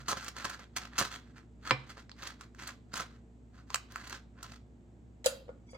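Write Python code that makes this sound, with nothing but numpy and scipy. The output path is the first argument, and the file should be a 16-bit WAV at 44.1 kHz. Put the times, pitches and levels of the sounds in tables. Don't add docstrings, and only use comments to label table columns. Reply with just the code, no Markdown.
import sys
import numpy as np
from scipy import signal
from scipy.fft import rfft, irfft
from scipy.io import wavfile
from scipy.ndimage import uniform_filter1d

SR = 44100
rng = np.random.default_rng(int(sys.argv[2]) if len(sys.argv) > 2 else 0)


def to_wav(sig):
    pcm = np.clip(np.atleast_2d(sig), -1, 1) * 32767
    pcm = np.round(pcm).astype(np.int16)
    wavfile.write(sys.argv[1], SR, pcm.T)


N = 254816
TIME = np.arange(N) / SR

# frequency in Hz, level in dB.
IMPACT_COLOUR = [(50, -37.5), (120, -24), (190, -28.5), (520, -17), (1100, -3), (2000, -2), (2900, -4.5),
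                 (4800, -5.5), (7500, -8), (10000, -23), (15500, -27.5)]
# start in seconds, relative levels of the wall's thud, the
# spoon's clink and the click in dB, tilt of the click in dB per octave, contact length in seconds.
BOWL_IMPACTS = [(5.2435, -34, -12, -13, -3, 0.025), (5.2597, -4, -0.5, -2.5, 6, 0.0049),
                (5.2672, -24, -22, -6.5, -3, 0.0024), (5.481, -33, -55.5, -33, -11.5, 0.0044),
                (5.4914, -26, -50, -21.5, -15, 0.0037), (5.732, -33, -51, -30, -14, 0.0029),
                (5.749, -32.5, -52, -38, -6.5, 0.0057)]


def amp(db):
    return 10 ** (np.asarray(db) / 20)


def unit(x):
    return x / np.sqrt(np.sum(x ** 2) + 1e-20)


def read(points, hz):
    f, value = np.transpose(points)
    return np.interp(np.log(hz + 1), np.log(f), value)


def add(mix, s, sound):
    part = mix[round(s * SR):][:len(sound)]
    part += sound[:len(part)]


def octaves(hz):
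    return np.log2(np.clip(hz, 500, 12000) / 2000)


def snap(colour, tilt_db, peak_hz=1500, peak_db=0, spread_ms=.25, size=2048):
    hz = np.fft.fftfreq(size, 1 / SR)
    peak = peak_db / (1 + ((abs(hz) - peak_hz) / (0.14 * peak_hz)) ** 2)
    log_gain = np.log(amp(read(colour, abs(hz)) + tilt_db * octaves(abs(hz)) + peak))
    minimum_phase = np.conj(signal.hilbert(log_gain))
    bend = 4 * np.pi * spread_ms * np.sign(hz) * np.sqrt(abs(hz) / 1000)
    click = np.fft.ifft(np.exp(minimum_phase - 1j * bend)).real
    return unit(click[:size // 2])


def grains(count, per_s, spread_db):
    size = amp(spread_db * np.minimum(rng.exponential(1, count), 4))
    sign = rng.choice([-1, 1], count)
    slips = rng.random(count) < per_s / SR
    return size * sign * (slips + .015)


def wander(step_s):
    knots = np.arange(2000) * step_s
    return np.interp(TIME, knots, rng.standard_normal(len(knots)))


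def stroke(start, length):
    grip_db_per_s, relax_db_per_s = 599.5, 379.5
    early = np.maximum(start - TIME, 0)
    late = np.maximum(TIME - start - length, 0)
    return amp(-np.minimum(grip_db_per_s * early + relax_db_per_s * late, 200))


def rustle(level_db=0, per_s=220, spread_db=2.0, clump_db=3, shift_db=4, peak_db=8):
    # frequency in Hz, level in dB.
    rub_colour = [(60, -33.5), (200, -11), (600, -7), (1000, -4), (1450, -1), (2000, -4.5), (2700, -10.5),
                  (4200, -7.5), (7300, -14), (10000, -29), (15500, -34)]
    # start in seconds, length in seconds,
    # relative level in dB, extra level of the treble in dB.
    drags = [(0, 0.011, -54, -1), (0.075, .05, -53, 0.5), (.17, 0.11, -49, 1.5), (0.373, 0.17, -47, -1.5),
             (0.601, 0.02, -51, -6), (0.783, 0.071, -50, -1.5), (0.937, 0.041, -49.5, -9.5),
             (0.99, 0.068, -44.5, 3.5), (1.118, 0.036, -46.5, 1), (1.214, 0.095, -69, -4),
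             (1.374, 0.0057, -54, -5.5), (1.667, .024, -41, -3), (1.762, 0.1, -63, -7),
             (1.893, 0.012, -51, -0.5), (1.979, 0.015, -54, -2), (2.188, .025, -55.5, -2),
             (2.222, .07, -46.5, -1), (2.412, 0.019, -57, -1.5), (2.598, 0.042, -49.5, 0),
             (2.674, 0.018, -45.5, -1.5), (2.951, 0.071, -45, -1.5), (3.08, .08, -67, -3.5),
             (3.552, .05, -64, -3.5), (3.709, 0.029, -56.5, 2.5), (3.909, 0.065, -57.5, -2.5),
             (3.96, .12, -53, -1), (4.112, 0.033, -45.5, -0.5), (4.381, 0.031, -59.5, -12),
             (4.433, 0.027, -53, -0.5), (4.498, 0.054, -59.5, 2)]
    treble_hz = 2800

    clumps = amp(clump_db * wander(0.0096))
    crackle = 0
    for patch_hz in np.geomspace(1000, 3400, 6):
        slips = grains(N, per_s, spread_db) * clumps * amp(shift_db * wander(.04))
        crackle = crackle + signal.oaconvolve(slips, snap(rub_colour, 0, patch_hz, peak_db))[:N]
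    crackle = crackle / np.sqrt(abs(uniform_filter1d(crackle ** 2, size=1500)) + 1e-12)
    body = signal.sosfiltfilt(signal.butter(2, treble_hz, fs=SR, output="sos"), crackle)
    treble = crackle - body
    body_gain = treble_gain = 0
    for start, length, db, treble_db in drags:
        gain = amp(db + level_db) * stroke(start, length)
        body_gain = np.maximum(body_gain, gain)
        treble_gain = np.maximum(treble_gain, gain * amp(treble_db))
    return body_gain * body + treble_gain * treble


def crinkles(level_db=-2.0, per_s=2200, spread_db=3, fade_db=4, rise_s=0.0035, peak_db=6):
    # frequency in Hz, level in dB.
    paper_colour = [(50, -18), (120, -8), (600, -4), (1300, 2), (2000, -4), (2700, -6), (4000, -3.5),
                    (6500, -4), (10000, -18), (15500, -26.5)]
    # start in seconds, length in seconds, relative level in dB,
    # tilt in dB per octave.
    creases = [(0.08, 0.04, -32, -0.1), (0.12, 0.011, -30.5, -3), (0.166, 0.012, -38, -2.5),
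               (0.243, 0.0047, -43.5, 2), (0.278, 0.01, -38, 0), (0.364, 0.0043, -39.5, -2),
               (0.381, 0.0079, -43, -1), (0.442, 0.013, -32, -1.5), (0.452, 0.0079, -38, -2.5),
               (0.494, 0.0067, -39, 0.5), (0.592, 0.0034, -47, -2), (0.761, 0.013, -32, 0.4),
               (0.775, 0.011, -41.5, 0), (0.979, 0.02, -26.5, 1), (1.002, 0.0043, -28, 0),
               (1.009, 0.0089, -27, -3.3), (1.021, 0.0061, -30.5, -1.5), (1.044, 0.012, -39, -0.5),
               (1.895, 0.0096, -47.5, -0.5), (1.968, 0.012, -49.5, -5.5), (2.27, 0.0076, -39.5, 1.3),
               (2.407, 0.0055, -44, -0.9), (2.62, 0.0067, -44.5, -2), (2.672, 0.0058, -42.5, 7.5),
               (2.934, 0.0075, -35, -0.9), (2.954, 0.0081, -39.5, -0.5), (2.964, 0.016, -37.5, 0.5),
               (2.996, 0.014, -35, -2), (3.921, 0.0015, -47.5, 7), (4.072, 0.0049, -46, 1),
               (4.095, 0.0034, -43.5, 3), (4.427, 0.0057, -41, 2.5), (4.518, 0.0044, -47, -2)]
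    out = np.zeros(N)
    for s, length, db, tilt_db in creases:
        count = max(int(length * SR), 8)
        swell = (1 - np.exp(-TIME[:count] / rise_s)) * amp(-fade_db * np.linspace(0, 1, count))
        run = grains(count, per_s, spread_db) * swell
        crease = snap(paper_colour, tilt_db, rng.uniform(1100, 2200), peak_db)
        sound = unit(signal.fftconvolve(run, crease))
        add(out, s, amp(db + level_db) * np.sqrt(count) * sound)
    return out


def ring(modes):
    t = TIME[:SR // 2]
    total = 0
    for k, (hz, db, t60) in enumerate(modes):
        total = total + (-1) ** k * amp(db - 60 * t / t60) * np.sin(2 * np.pi * hz * t)
    return total


def contact(length, chatter):
    count = max(int(length * SR), 4)
    force = chatter * unit(rng.standard_normal(count) * np.linspace(1, .3, count))
    force[0] += 1
    return unit(force)


def taps(ring_db=-43, chatter=0.98, level_db=-3, peak_db=8, boom_db=-46):
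    # start in seconds, relative level in dB, tilt in dB per
    # octave, contact length in seconds, sheet ring in dB, resonance of the struck spot in Hz.
    impacts = [(1.709, 7.5, -3.8, 0.00036, 2.5, 1074), (1.713, -5, -3.5, 0.00068, -12.5, 2270),
               (2.0948, -24.5, -5, 0.0016, -12, 4780), (2.116, -22.5, -5.5, 0.00049, -16, 4480),
               (2.548, -30, -1.5, 0.0019, -16, 1600), (3.589, -32, -6, 0.0059, -22.5, 1450),
               (3.7033, -15.5, -3.5, 0.0014, -9.5, 1046), (3.7436, -7, 1, 0.0011, -15, 1525),
               (3.7452, -0.5, -1, 0.00089, -15.5, 8040), (3.758, -7, 1, 0.00048, -28, 1560),
               (3.9589, -8.5, -1.5, 0.00039, -28, 1350), (3.969, -29.5, 1, .0003, -21, 1250)]
    # frequency in Hz, level in dB, 60 dB decay time in seconds.
    sheet_modes = [(112, -9, .25), (131, -4, .38), (238, -3, .1), (290, -3, .09), (360, -1, .07),
                   (450, 2, .05), (517, 6, .07), (768, 7, .06), (951, 2, .05), (1032, 3, .05),
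                   (1612, -3, .08), (1759, -2, .09), (1822, -3, .1), (2029, -2, .1), (2151, -5, .1),
                   (2222, -5, .1), (2358, 1, .14), (2444, -2, .12), (3152, -7, .1), (3467, -8, .08),
                   (3900, -5, .05), (4450, -4, .05), (4950, -2, .05), (5400, -4, .05)]
    out, sheet = np.zeros(N), ring(sheet_modes)
    for s, db, tilt_db, length, sheet_db, spot_hz in impacts:
        click = signal.fftconvolve(contact(length, chatter), snap(IMPACT_COLOUR, tilt_db, spot_hz, peak_db))
        add(out, s, amp(db + level_db) * unit(click))
        add(out, s, amp(db + sheet_db + ring_db) * sheet)
    add(out, 0, amp(boom_db) * ring(sheet_modes[1:2]))
    return out


def diffuse(a, b):
    # frequency in Hz, coherence from 0 to 1.
    coherence = [(100, 0.91), (600, 0.65), (1300, 0), (2500, 0.06), (5000, 0.6)]
    same = np.clip(read(coherence, np.fft.rfftfreq(len(a), 1 / SR)), 0, 1)
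    partner = irfft(same * rfft(a) + np.sqrt(1 - same ** 2) * rfft(b), len(a))
    return np.array([a, partner])


def background(air_db=-59.5, waver=0.18):
    # frequency in Hz, relative level in dB.
    air_colour = [(20, -17), (50, -6), (85, -2.5), (125, -1), (160, -2.5), (250, -0.5), (350, -9),
                  (500, -16), (700, -17), (1100, -26), (2500, -33.5), (5500, -42.5), (7800, -35),
                  (9500, -57), (16000, -58.5)]
    # frequency in Hz, rms level in dB before the waver.
    hum_tones = [(59.4, -58.5), (112, -64.5), (119, -74), (177.7, -74.5), (237.3, -66), (296.1, -88),
                 (355.5, -76), (446.8, -77.5)]
    colour = amp(read(air_colour, np.fft.rfftfreq(N, 1 / SR)))
    air = diffuse(*[unit(irfft(rfft(rng.standard_normal(N)) * colour, N)) for side in range(2)])
    hum = 0
    for hz, db in hum_tones:
        drift = np.interp(TIME, np.linspace(0, TIME[-1], 30), rng.standard_normal(30))
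        tone = np.sin(2 * np.pi * (hz * TIME + rng.random()))
        hum = hum + amp(db) * np.sqrt(2) * (1 + waver * drift) * tone
    return amp(air_db) * np.sqrt(N) * air + hum


def knocks(spoon_db=-40, crack_db=-0.4, chatter=1.64):
    # frequency in Hz, level in dB, 60 dB decay time in seconds.
    spoon_modes = [(2571, -7, .08), (2724, -7, .12), (3248, -6, .1), (3860, -9, .1), (4323, -6, .2),
                   (4673, -8, .18), (4813, -8, .15), (4995, -3, .08), (5542, -6, .08), (6417, -7, .12),
                   (6742, -2, .2), (7127, 2, .2), (7381, -6, .18), (7833, -11, .2), (8597, -13, .25),
                   (9100, -13, .14), (9690, -7, .16), (10020, -10, .16), (10700, -15, .18),
                   (11900, -12, .2), (12240, -10, .2), (12910, -11, .08), (14350, -13, .12)]
    out, spoon = np.zeros(N), ring(spoon_modes)
    for s, _, clink_db, click_db, tilt_db, length in BOWL_IMPACTS:
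        clink = signal.fftconvolve(contact(length, chatter), spoon)
        add(out, s, amp(spoon_db + clink_db) * clink)
        click = signal.fftconvolve(contact(length, 2.8), snap(IMPACT_COLOUR, tilt_db))
        add(out, s, amp(crack_db + click_db) * unit(click))
    return out


def thuds(level_db=-16.0):
    # frequency in Hz, level in dB, 60 dB decay time in seconds.
    wall_modes = [(501, 3, 0.051), (556, 6, 0.037), (533, -23, 0.19), (663, -23.5, 0.027),
                  (1432, -17, 0.14)]
    out, wall = np.zeros(N), ring(wall_modes)
    for s, thud_db, *_ in BOWL_IMPACTS:
        add(out, s, amp(level_db + thud_db) * wall)
    return out


def squeak(width_hz=130, level_db=-5):
    # time in seconds, relative level in dB,
    # tilt in dB per octave about 4 kHz.
    course = [(5.661, -91, -1.5), (5.694, -69.5, -5), (5.712, -69.5, 14.5), (5.735, -74.5, -3),
              (5.751, -57, -9), (5.78, -88, -10)]
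    # frequency in Hz, relative level in dB.
    tones = [(950, -11.5), (1281, -6), (2229, 2), (3380, -5), (4759, -1.5), (5900, -0.5), (6772, -6),
             (8027, -7), (9550, -20.5), (10745, -38), (12000, -35), (14573, -36)]
    s, db, tilt = np.transpose(course)
    t = TIME[TIME > s[0]]
    r = np.exp(-np.pi * width_hz / SR)
    total = 0
    for hz, mode_db in tones:
        noise = rng.standard_normal(len(t)) + 1j * rng.standard_normal(len(t))
        envelope = unit(signal.lfilter([1], [1, -2 * r, r * r], noise))
        gain = amp(mode_db + np.interp(t, s, tilt) * octaves(hz / 2))
        total = total + gain * (envelope * np.exp(2j * np.pi * hz * t)).real
    total = total * np.sqrt(len(t)) * amp(np.interp(t, s, db) + level_db)
    return np.pad(total, (N - len(t), 0))


def ports(x, lag_ms, bounce, bounce_ms, left_db):
    turn = -2j * np.pi * np.fft.rfftfreq(N, 1 / SR) / 1000
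    left = amp(left_db) * np.exp(turn * lag_ms) * (1 + bounce * np.exp(turn * (bounce_ms + lag_ms / 2)))
    right = amp(-left_db) * (1 + bounce * np.exp(turn * bounce_ms))
    return irfft(rfft(x) * np.array([left, right]), N) / np.sqrt(1 + bounce ** 2)


def kitchen(x, close_db, early_db, early_t60, tail_db, close_t60=0.014):
    # frequency in Hz, 60 dB decay time in seconds.
    decay = [(150, .3), (600, 0.38), (1500, 0.32), (4000, 0.37), (8000, 0.22), (15000, 0.28)]
    t = TIME[:SR // 2]
    close = np.diff(rng.standard_normal((2, len(t) + 1))) * amp(-60 * t / close_t60) * (t > .0004)
    early = diffuse(*rng.standard_normal((2, len(t)))) * amp(-60 * t / early_t60) * (t > .002)
    hz, frames, z = signal.stft(diffuse(*rng.standard_normal((2, len(t)))), SR, nperseg=256)
    fading = z * amp(-60 * frames / read(decay, hz)[:, None])
    tail = signal.istft(fading, SR, nperseg=256)[1][:, :len(t)]
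    tail = tail * np.minimum(t / 0.0085, 1)
    response = amp(close_db) * unit(close) + amp(early_db) * unit(early) + amp(tail_db) * unit(tail)
    return signal.fftconvolve(x[None], np.sqrt(2) * response, axes=1)[:, :N]


def scene():
    tray = rustle() + crinkles() + taps()
    spoon = knocks() + squeak()
    wall = thuds()
    tray_near = ports(tray, lag_ms=0.053, bounce=0.2, bounce_ms=0.6671, left_db=-1.03)
    bowl_near = ports(spoon + wall, lag_ms=0.1888, bounce=1.0, bounce_ms=0.279, left_db=-1.0)
    tray_room = kitchen(tray, close_db=2.5, early_db=-6.5, early_t60=0.1, tail_db=-14)
    bowl_room = kitchen(spoon + amp(-1.5) * wall, close_db=1.0, early_db=-5.5, early_t60=0.075, tail_db=-8.5)
    right_db = 1
    echoes = (tray_room + bowl_room) * amp([[-right_db], [right_db]])
    return tray_near + bowl_near + echoes + background() * amp([[-.35], [.35]])


def record(dry):
    edge_hz = 16200
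    lowpass = signal.firwin(511, edge_hz, window=("kaiser", 9), fs=SR)
    return signal.oaconvolve(dry, lowpass[None], "same")


dry = scene()
out = record(dry)
to_wav(out)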